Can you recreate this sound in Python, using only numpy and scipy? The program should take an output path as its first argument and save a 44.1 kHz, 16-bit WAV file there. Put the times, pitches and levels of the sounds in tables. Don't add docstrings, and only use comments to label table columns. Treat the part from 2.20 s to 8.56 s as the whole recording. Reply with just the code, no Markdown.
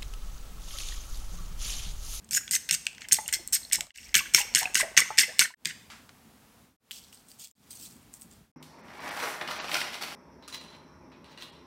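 import sys
import numpy as np
from scipy import signal
from scipy.fft import rfft, irfft, next_fast_len
from scipy.io import wavfile
from scipy.ndimage import uniform_filter1d, map_coordinates

SR = 44100
rng = np.random.default_rng(int(sys.argv[2]) if len(sys.argv) > 2 else 0)


def undo_db(level):
    steps = np.asarray(level, float) / 20
    return 10 ** steps


def dump(signal):
    limited = np.clip(np.atleast_2d(signal).T, -1, 1)
    pcm = np.round(limited * 32767).astype(np.int16)
    wavfile.write(sys.argv[1], SR, pcm)


N = 280476
TIME = np.arange(N) / SR


def unit(x):
    return x / np.sqrt(np.mean(np.abs(x) ** 2) + 1e-20)


def along(points, hz):
    f, value = np.transpose(points)
    return np.interp(np.log(hz + 1), np.log(f + 1), value)


def level(rows):
    return undo_db(np.interp(TIME, *np.transpose(rows), -150, -150))


def swell(peak, db, up_db_per_s, down_db_per_s):
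    return undo_db(db - np.maximum(up_db_per_s * (peak - TIME), down_db_per_s * (TIME - peak)))


def wobble(rate):
    knots = rng.standard_normal(int(N * rate / SR) + 4)
    return map_coordinates(knots, [TIME * rate])


def filtered(x, response, size):
    m = next_fast_len(size + 8192)
    return irfft(rfft(x, m) * response(np.fft.rfftfreq(m, 1 / SR)), m)[:size]


def causal(gain):
    cepstrum = irfft(np.log(gain + 1e-6))
    half = len(cepstrum) // 2
    cepstrum[1:half] *= 2
    cepstrum[half + 1:] = 0
    return np.exp(rfft(cepstrum))


def modes(table, f, spread_db, damping=1):
    draw = rng.normal(0, spread_db, len(table))
    total = 0
    for k, (centre, width, db) in enumerate(table):
        loss = 1j * f * width * damping
        total = total + (-1) ** k * undo_db(db + draw[k]) * loss / (centre * centre - f * f + loss)
    return total


def grit(size, density, spread_db):
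    hit = rng.random(size) < density / SR
    return unit(hit * rng.standard_normal(size) * undo_db(spread_db * rng.exponential(1, size)))


def patchy(x, depth_db):
    z = signal.stft(x, nperseg=256)[2]
    field = uniform_filter1d(rng.standard_normal(z.shape), size=3, axis=0)
    field = uniform_filter1d(field, size=4, axis=1)
    return unit(signal.istft(z * undo_db(depth_db * unit(field)), nperseg=256)[1][:len(x)])


def add(track, s, x):
    part = track[round(s * SR):][:len(x)]
    part += x[:len(part)]


# (frequency [Hz], density [dB per Hz])
ROOM_SPECTRUM = [(24, -45.5), (40, -15.5), (70, -6.5), (168, -7.5), (222, -2.5), (308, -10), (358, -14),
                 (406, -13), (593, -19.5), (725, -18.5), (1940, -25), (2760, -26.5), (3730, -28),
                 (14500, -32), (15900, -34), (16500, -46.5)]


def room_tone():
    noise = rng.standard_normal((2, N))

    def bass(f):
        return 1 / (1 + (f / 420) ** 4)

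    hum = filtered(noise[0] * undo_db(2.0 * wobble(30)), lambda f: undo_db(along(ROOM_SPECTRUM, f)) * bass(f), size=N)
    hiss = filtered(noise[1], lambda f: undo_db(along(ROOM_SPECTRUM, f)) * (1 - bass(f)), size=N)
    return unit(hum), unit(hiss)


# (peak time [s], level before trim [dB])
RUMBLE_SWELLS = [(.1, -57), (.5, -61.5), (.95, -67), (1.171, -50), (1.6, -51), (1.95, -54.5), (2.3, -56),
                 (2.699, -62.5), (4.25, -73), (5, -76), (5.55, -65), (6.1, -61)]


def rumble():
    noise = filtered(rng.standard_normal(N), lambda f: modes([(53.3, 30, 0)], f, spread_db=0) ** 2, size=N)
    gain = sum(swell(s, db, up_db_per_s=90, down_db_per_s=35.5) for s, db in RUMBLE_SWELLS)
    return unit(noise) * gain * undo_db(-6.5)


# (frequency [Hz], time to fall 60 dB [s])
ROOM_DECAY = [(300, 1), (2000, 0.69), (6000, 0.54), (14000, 0.45)]


def kitchen(x):
    out, step = np.zeros(N), SR // 10
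    for start in range(0, N, step):
        piece = x[start:start + step]
        if np.any(piece):
            hz, t, z = signal.stft(rng.standard_normal(SR // 2), SR, nperseg=256)
            decay = undo_db(-60 * t / along(ROOM_DECAY, hz)[:, None])
            early = 1 + 1.3 * undo_db(-60 * t / 0.1)
            tail = signal.istft(z * decay * early, SR, nperseg=256)[1]
            add(out, start / SR + .006, signal.fftconvolve(piece, tail / np.linalg.norm(tail)))
    return out


# (time [s], level [dB], time to fall 60 dB [s])
FAR_KNOCKS = [(3.701, -45.5, 0.44), (3.892, -45, .03)]
# (frequency [Hz], density [dB per Hz])
FAR_SPECTRUM = [(350, -46), (600, -12), (1450, -3.5), (4050, -11), (4780, -11), (8990, -18), (16000, -36.5)]


def far_knocks():
    out, t = np.zeros(N), np.arange(SR // 3) / SR
    for s, db, t60 in FAR_KNOCKS:
        burst = filtered(rng.standard_normal(len(t)), lambda f: undo_db(along(FAR_SPECTRUM, f)), size=len(t))
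        add(out, s, undo_db(db - 60 * t / t60) * unit(burst))
    return out


# (time [s], level [dB], pitch [Hz])
SPOON_TICKS = [(4.7101, -20.5, 3220), (4.7148, -24.5, 2990), (4.9283, -37, 2930), (4.9456, -40, 8300),
               (4.9736, -44, 4690), (5.0861, -42, 8480), (5.1163, -38, 4640), (5.195, -41, 7900),
               (5.2268, -36, 4650), (5.247, -36, 4680), (5.3125, -26, 7500), (5.5086, -32.5, 8800),
               (5.53, -31.5, 8240), (5.572, -38, 6500), (5.6144, -45, 8610), (5.7258, -41.5, 7800),
               (5.766, -45.5, 8360), (5.8292, -46.5, 8640), (5.9394, -28, 7500), (5.9703, -45, 8060),
               (6.0129, -37, 8040), (6.0197, -32, 8500), (6.113, -42.5, 7520), (6.1252, -46, 7480)]


def spoon_ticks():
    ticks, t = np.zeros(N), np.arange(600) / SR
    for s, db, hz in SPOON_TICKS:
        crack = rng.standard_normal(len(t)) * undo_db(-60 * t / 0.0046)
        add(ticks, s, undo_db(db - 60 * t / 0.008) * (np.sin(2 * np.pi * hz * t) + 0.54 * crack))
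    return filtered(ticks, lambda f: (1j * f / (1300 + 1j * f)) ** 3, size=N)


# (peak time [s], level before trim [dB], time of the last 23 dB of rise [s],
# fall [dB per s], level of the part under 5.5 kHz against the part above [dB])
SUGAR_SHAKES = [(4.714, -41.5, 0.0032, 136, 1), (4.926, -53, .004, 126, -4), (5.09, -50.5, .02, 170, -7),
                (5.195, -52.5, 0.014, 103, -5.5), (5.231, -46.5, 0.059, 111, 1),
                (5.506, -47, 0.014, 75, -5.5), (5.636, -42, .07, 222, -4.5), (5.938, -45.5, .016, 400, -15),
                (6.018, -46, .026, 390, -23), (6.112, -56, .008, 202, -3)]
# (frequency [Hz], density [dB per Hz])
GRAIN_SPECTRUM = [(1060, -73), (1800, -13.5), (3740, -16), (4380, -11), (6060, -7.5), (8310, -4),
                  (10400, -10), (14900, -8), (16000, -11), (16500, -37.5)]
# (frequency [Hz], width [Hz], level [dB])
SPOON_MODES = [(3380, 220, -0.5), (4650, 120, -3), (7545, 530, -2.5), (8540, 420, 1)]


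def sugar():
    fall = grit(N, density=10000, spread_db=2.5) * undo_db(2.2 * wobble(70))
    fall = patchy(fall, depth_db=3)

    def lower(f):
        return 1 / (1 + (f / 5500) ** 6)

    def colour(f):
        ring = 2.5 + 1.1 * np.abs(modes(SPOON_MODES, f, spread_db=2))
        return undo_db(along(GRAIN_SPECTRUM, f)) * ring / (1 + (2500 / (f + 1)) ** 6)

    low = unit(filtered(fall, lambda f: causal(colour(f) * lower(f)), size=N))
    high = unit(filtered(fall, lambda f: causal(colour(f) * (1 - lower(f))), size=N))
    patter = np.zeros(N)
    for s, db, rise, fall_db_per_s, low_db in SUGAR_SHAKES:
        patter += swell(s, db, 23 / rise, fall_db_per_s) * (high + low * undo_db(low_db))
    return spoon_ticks() + patter * undo_db(-3.5)


# (time [s], level before trim [dB], level of the upper modes [dB])
TABLE_BUMPS = [(0.114, -48.5, -11), (0.308, -46, -18), (0.514, -42, -7.5), (0.919, -41.5, -8),
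               (1.159, -48, -2), (1.195, -46.5, 0), (1.544, -53.5, -0.5), (1.577, -49.5, -8),
               (1.952, -36.5, 0.5), (2.145, -36, 3.5), (2.35, -38.5, 2), (2.551, -41.5, 1.5),
               (2.773, -37, 3.5), (2.983, -39, 2), (3.191, -42, 2.5), (3.456, -39.5, -2)]
# (frequency [Hz], width [Hz], level [dB])
TABLE_MODES = [(160, 15, 3.5), (242.3, 15, -2), (337, 35, -0.5)]


def bumps():
    out = np.zeros(N)
    for s, db, upper_db in TABLE_BUMPS:
        push = np.convolve(np.hanning(60), rng.standard_normal(700) * np.hanning(1400)[700:])

        def body(f):
            lowest = modes(TABLE_MODES[:1], f, spread_db=0.5)
            return lowest - undo_db(upper_db) * modes(TABLE_MODES[1:], f, spread_db=0.0)

        thud = filtered(push, body, size=12000)
        add(out, s, undo_db(db + 1.0) * thud / np.abs(thud).max())
    return out


def bubble(hz, t60, rise, t):
    pitch = hz * 2 ** np.minimum(rise * t - .04, 2.5)
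    shake = np.cumsum(rng.standard_normal(len(t))) * 0.08
    envelope = undo_db(-60 * t / max(t60, .005)) * (1 - np.exp(-t / 0.00074))
    return envelope * np.sin(2 * np.pi * np.cumsum(pitch) / SR + shake)


# (time [s], level before trim [dB], pitch [Hz])
POCKETS = [(0.2093, -43, 1510), (0.233, -41.5, 2440), (.849, -37, 3140), (.9687, -27.5, 4100),
           (.986, -26, 877), (.9862, -27, 2020), (1.06, -32, 2780), (1.0879, -25, 3150), (1.189, -50, 674),
           (1.205, -55, 526), (1.4316, -32, 4270), (1.4501, -26.5, 4300), (1.585, -38.5, 866),
           (1.614, -45.5, 708), (2.006, -31.5, 1087), (2.057, -31, 1680), (2.0694, -38.5, 2050),
           (2.181, -29.5, 955), (2.203, -31.5, 867), (2.228, -40.5, 830), (2.2394, -42, 2160),
           (2.416, -32, 817), (2.427, -27, 932), (2.454, -32, 729), (2.4553, -13.5, 2610),
           (2.47, -38.5, 760), (2.4728, -32, 1760), (2.6, -27.5, 1066), (2.6334, -25, 1920),
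           (2.67, -41, 687), (2.794, -26, 1154), (2.856, -40.5, 1110), (2.9044, -27.5, 1307),
           (3.081, -41.5, 502), (3.091, -30, 1850), (3.2754, -30.5, 2100), (3.304, -36, 1010),
           (3.3388, -19.5, 1880)]
# (time [s], level before trim [dB], pitch [Hz], time to fall 60 dB [s], rise [octaves per s])
LARGE_POCKETS = [(2.629, -29, 650, .14, 1), (2.904, -27, 860, .07, 3), (3.09, -45, 540, .2, 20)]
# (time [s], level before trim [dB])
SLOSH_LEVEL = [(0, -89), (.74, -65), (1.08, -57.5), (1.3, -72), (1.67, -52), (1.75, -80), (1.9, -80),
               (2.12, -60.5), (2.35, -53), (3.12, -56.5), (3.3, -65.5)]


def bubbles():
    out, swarm, t = np.zeros(N), np.zeros(N), np.arange(SR // 5) / SR
    pockets = [(s, db, hz, 50 / hz, 0.0032 * hz) for s, db, hz in POCKETS]
    for s, db, hz, t60, rise in pockets + list(LARGE_POCKETS):
        add(out, s, undo_db(db + 2.0) * bubble(hz, t60, rise, t))
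    count = 700
    times, pitches, sizes = rng.uniform(0, 2.9, count), rng.standard_normal(count), rng.exponential(1, count)
    for when, pitch, size in zip(times, pitches, sizes):
        hz = 1000 * np.exp(.35 * pitch)
        add(swarm, when, undo_db(1.3 * size) * bubble(hz, 22 / hz, 7.1, t[:2000]))
    slosh = level(SLOSH_LEVEL)
    return out + undo_db(-4.5) * slosh * swarm / np.std(swarm[slosh > 1e-6])


# (frequency [Hz], width before damping [Hz], level [dB])
BOWL_MODES = [(1540, 200, -4), (2050, 160, 3), (2261, 59, 4.5), (2730, 260, -0.5), (3600, 120, -9.5),
              (4190, 33, -5), (5460, 120, 2.5), (6430, 48, 2), (6570, 100, -4), (6640, 440, -4.5),
              (8540, 450, -2), (8720, 35, -5), (9880, 32, -14), (11600, 170, -20), (11760, 160, -15),
              (12350, 530, -12), (14600, 73, -20)]
# (frequency [Hz], density [dB per Hz])
CLATTER_SPECTRUM = [(290, -59), (500, -30.5), (952, -5), (1280, -13), (1540, -3.5), (2070, -10),
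                    (3710, 0.5), (8420, 3.5), (9600, -12.5), (15100, -12), (16500, -42)]


def bowl(f, between_db):
    ring = np.abs(modes(BOWL_MODES, f, spread_db=3.5, damping=1.6))
    clatter = undo_db(between_db + along(CLATTER_SPECTRUM, f))
    return (ring + clatter) / (1 + (1250 / (f + 1)) ** 6)


def zones(f):
    low = 1 / (1 + (f / 3600) ** 6)
    high = 1 - 1 / (1 + (f / 7500) ** 8)
    return low, 1 - low - high, high


# (middle [s], level [dB], pitch [Hz], length [s])
TINE_SQUEAKS = [(0.147, -21, 7000, 0.021), (0.171, -19.5, 6840, 0.031), (0.343, -30.5, 2040, 0.034),
                (.362, -19.5, 6170, .012), (2.571, -26, 1545, .015), (2.615, -21, 2025, .03),
                (2.821, -18.5, 2050, 0.02), (3.036, -22, 2080, 0.026), (3.219, -20.5, 1540, 0.028),
                (3.252, -25.5, 1790, 0.028)]


def squeaks():
    out = np.zeros(N)
    for s, db, hz, length in TINE_SQUEAKS:
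        t = np.arange(int(length * SR)) / SR
        drift = np.cumsum(rng.standard_normal(len(t))) * 0.081
        add(out, s - length / 2, undo_db(db) * np.hanning(len(t)) * np.sin(2 * np.pi * hz * t + drift))
    return out


# (touch [s], lift [s], level at touch before trim [dB],
# level at lift before trim [dB], brightness [dB])
TINE_DRAGS = [(.11, 0.177, -39, -31, 6), (.312, 0.361, -30.5, -29, 4.5), (.49, 0.496, -31, -34.5, -6),
              (.512, .546, -33, -26.5, 2.5), (0.806, .85, -54, -53.5, -8), (.887, 0.911, -51.5, -59, 3.5),
              (0.916, 0.968, -26.5, -37, 3.5), (1.082, 1.105, -37.5, -52.5, -3),
              (1.126, 1.156, -26, -30.5, 2.5), (1.325, 1.364, -27, -31, 6), (1.522, 1.551, -29, -25.5, 2.5),
              (1.742, 1.93, -40, -63, -2.5), (1.943, 1.997, -23, -34.5, -2), (2.14, 2.215, -25.5, -35, 0.5),
              (2.349, 2.407, -28, -31.5, 1.5), (2.41, 2.443, -42.5, -42.5, -4),
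              (2.547, 2.611, -31, -28.5, 1), (2.77, 2.822, -21.5, -37, -3.5),
              (2.98, 3.043, -21.5, -34, -1.5), (3.192, 3.255, -20.5, -37.5, -0.5),
              (3.453, 3.51, -41, -47, -6)]


def drags():
    settle_s, settle_db, leave_s, leave_db = 0.0064, -6.5, .02, -23
    out = np.zeros(N)
    f = np.fft.rfftfreq(16384, 1 / SR)
    for touch, lift, touch_db, lift_db, bright_db in TINE_DRAGS:
        t = np.arange(touch, lift + leave_s, 1 / SR)
        press_db = np.interp(t, [touch, touch + settle_s, lift, lift + leave_s],
                             [touch_db + settle_db, touch_db, lift_db, lift_db + leave_db])
        speed = np.sin(np.pi * np.minimum((t - touch) / (lift - touch), 1))
        later_db = 3 * (touch > 1.9)
        low_db = -1 + later_db - bright_db - 3.5 * speed
        high_db = -5 + later_db + bright_db + 3.5 * speed
        for zone, rel_db in zip(zones(f), (low_db, 0, high_db)):
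            for tine in range(2):
                catch = undo_db(2.8 * map_coordinates(rng.standard_normal(64), [(t - touch) * 170]))
                slip = patchy(catch * grit(len(t), density=7000, spread_db=3), depth_db=4.5)
                push = slip * undo_db(press_db + rel_db - 2.5)
                gain = causal(bowl(f, between_db=-6) * zone)
                add(out, touch, irfft(rfft(push, 16384) * unit(gain))[:len(t) + 5000])
    return out


# (time [s], level before trim [dB], favoured ring [Hz], brightness [dB])
TINE_KNOCKS = [(.0446, -42, 6570, 8), (0.09, -39, 3500, 1), (.1094, -19.5, 7770, 5.5),
               (.1316, -19.5, 7000, 4.5), (0.1488, -9.5, 6780, 3), (0.2782, -25.5, 3400, -11),
               (0.2916, -34, 2760, -4), (0.3106, -10, 8580, 6.5), (.3341, -16.5, 6090, 10.5),
               (0.3526, -11.5, 7400, 7.5), (0.4896, -19.5, 3380, 4.5), (0.5102, -5.5, 6080, 0.5),
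               (0.5414, -14, 8790, 3), (.6549, -31.5, 3120, 2.5), (0.6671, -10.5, 2610, -6.5),
               (.73, -42.5, 2477, -5), (.7486, -39, 2790, -5), (.7807, -35, 1850, -12.5),
               (.8088, -34.5, 2770, 0), (.8184, -28, 4400, -11), (0.8858, -24, 5620, 2),
               (.9122, -20, 1844, -8), (0.9227, -1.5, 6450, 5), (0.9293, -1, 8370, 17),
               (0.944, -12, 8460, 7), (1.079, -15, 9170, 16.5), (1.112, -34, 5140, 1),
               (1.1262, -16, 8490, 4.5), (1.2753, -19.5, 8160, 17), (1.2846, -33.5, 7560, 3),
               (1.329, -19.5, 6300, 6.5), (1.3373, -18, 6480, 17), (1.4994, -33.5, 5990, -3),
               (1.5133, -27, 1670, -17.5), (1.522, -25.5, 3320, -5), (1.531, -4, 8100, 4),
               (1.5565, -11, 7790, 5.5), (1.6075, -13, 8120, -0.5), (1.696, -37, 3000, -2.5),
               (1.668, -32, 3910, 2), (1.705, -22.5, 2750, -17), (1.759, -21.5, 4520, 5.5),
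               (1.775, -22.5, 7960, 4.5), (1.9423, -12.5, 2900, 0.5), (1.9523, -1.5, 2850, -3),
               (1.9676, -15.5, 2094, -0.5), (1.9799, -13.5, 6040, 1), (2.1369, -17, 8450, 3.5),
               (2.1397, -19.5, 8020, 1.5), (2.1467, 4, 5560, 0.5), (2.215, -20.5, 7860, 3.5),
               (2.34, -27.5, 2645, -1), (2.349, -1.5, 6600, 1), (2.3572, -6.5, 8530, 1.5),
               (2.3904, -14.5, 8170, 5.5), (2.4303, -15.5, 1850, -3.5), (2.538, -31, 2660, -3.5),
               (2.545, -13, 6290, 2.5), (2.5539, -2.5, 2756, -3.5), (2.767, -11.5, 2610, -7),
               (2.7754, 2.5, 6350, -5), (2.7804, -5, 6300, 1), (2.7885, -12, 2020, 0),
               (2.8035, -8, 8600, 5), (2.9739, -20, 2053, 0.5), (2.986, 1.5, 5320, -2),
               (2.9926, -4.5, 2940, -6.5), (3.1856, -28.5, 4830, 2.5), (3.1928, 1.5, 2840, -0.5),
               (3.4493, -23.5, 3350, 0), (3.4557, -8, 2700, -3), (3.4715, -22, 2280, 10)]


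def knocks():
    out, t = np.zeros(N), np.arange(400) / SR
    f = np.fft.rfftfreq(8192, 1 / SR)
    for s, db, hz, bright_db in TINE_KNOCKS:
        blow = rng.standard_normal(len(t)) * undo_db(-60 * t / 0.0081) * (1 - np.exp(-t / .0003))
        spot = 1 + 1.6 / (1 + ((f - hz) / 350) ** 2)
        body = bowl(f, between_db=-4) * spot
        zone_db = (-2 - bright_db, 4 * zones(hz)[1], -1.5 + bright_db)
        gain = sum(undo_db(rel_db) * unit(body * zone) for zone, rel_db in zip(zones(f), zone_db))
        ring = irfft(rfft(blow, 8192) * causal(gain))[:6000]
        add(out, s, undo_db(db + 0.35) * ring / np.abs(ring).max())
    return out


# (start [s], faded in [s], fade out [s], end [s])
PASSAGES = [(-.1, 0, 1.61, 1.719), (1.739, 1.86, 3.23, 3.346), (3.368, 3.5, 4.43, 4.565),
            (4.6, 4.74, 5.21, 5.318), (5.352, 5.48, 6.19, 6.316)]
# (hiss level [dB], hum level [dB])
ROOM_LEVELS = [(-63.5, -62), (-62.5, -61.5), (-61, -60.5), (-63.5, -64), (-62, -59)]


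def scene():
    hum, hiss = room_tone()
    low = rumble()
    close = far_knocks() + sugar() + bumps() + bubbles() + squeaks() + drags() + knocks()
    out = np.zeros(N)
    for (start, full, fading, end), (hiss_db, hum_db) in zip(PASSAGES, ROOM_LEVELS):
        fade = np.interp(TIME, [start, full, fading, end], [0.077, 0.99, 0.93, 0.12], 0, 0) ** 1.2
        inside = close * (fade > 0)
        background = undo_db(hiss_db) * hiss + undo_db(hum_db) * hum + low
        out += fade * (inside + undo_db(-13.0) * kitchen(inside) + background)
    return out[None]


def low_pass(x):
    return signal.sosfilt(signal.butter(12, 17140, fs=SR, output="sos"), x)


def record(dry):
    soft = dry[0] / (1 + np.abs(dry[0] / .87) ** 6) ** (1 / 6)
    edge_hz, edge_db, top_hz = 15950, -22, 17100
    mix = filtered(soft, lambda f: (f < top_hz) * undo_db(edge_db * (f > edge_hz)), size=N)
    return low_pass(mix[None])


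dry = scene()
out = record(dry)
dump(out)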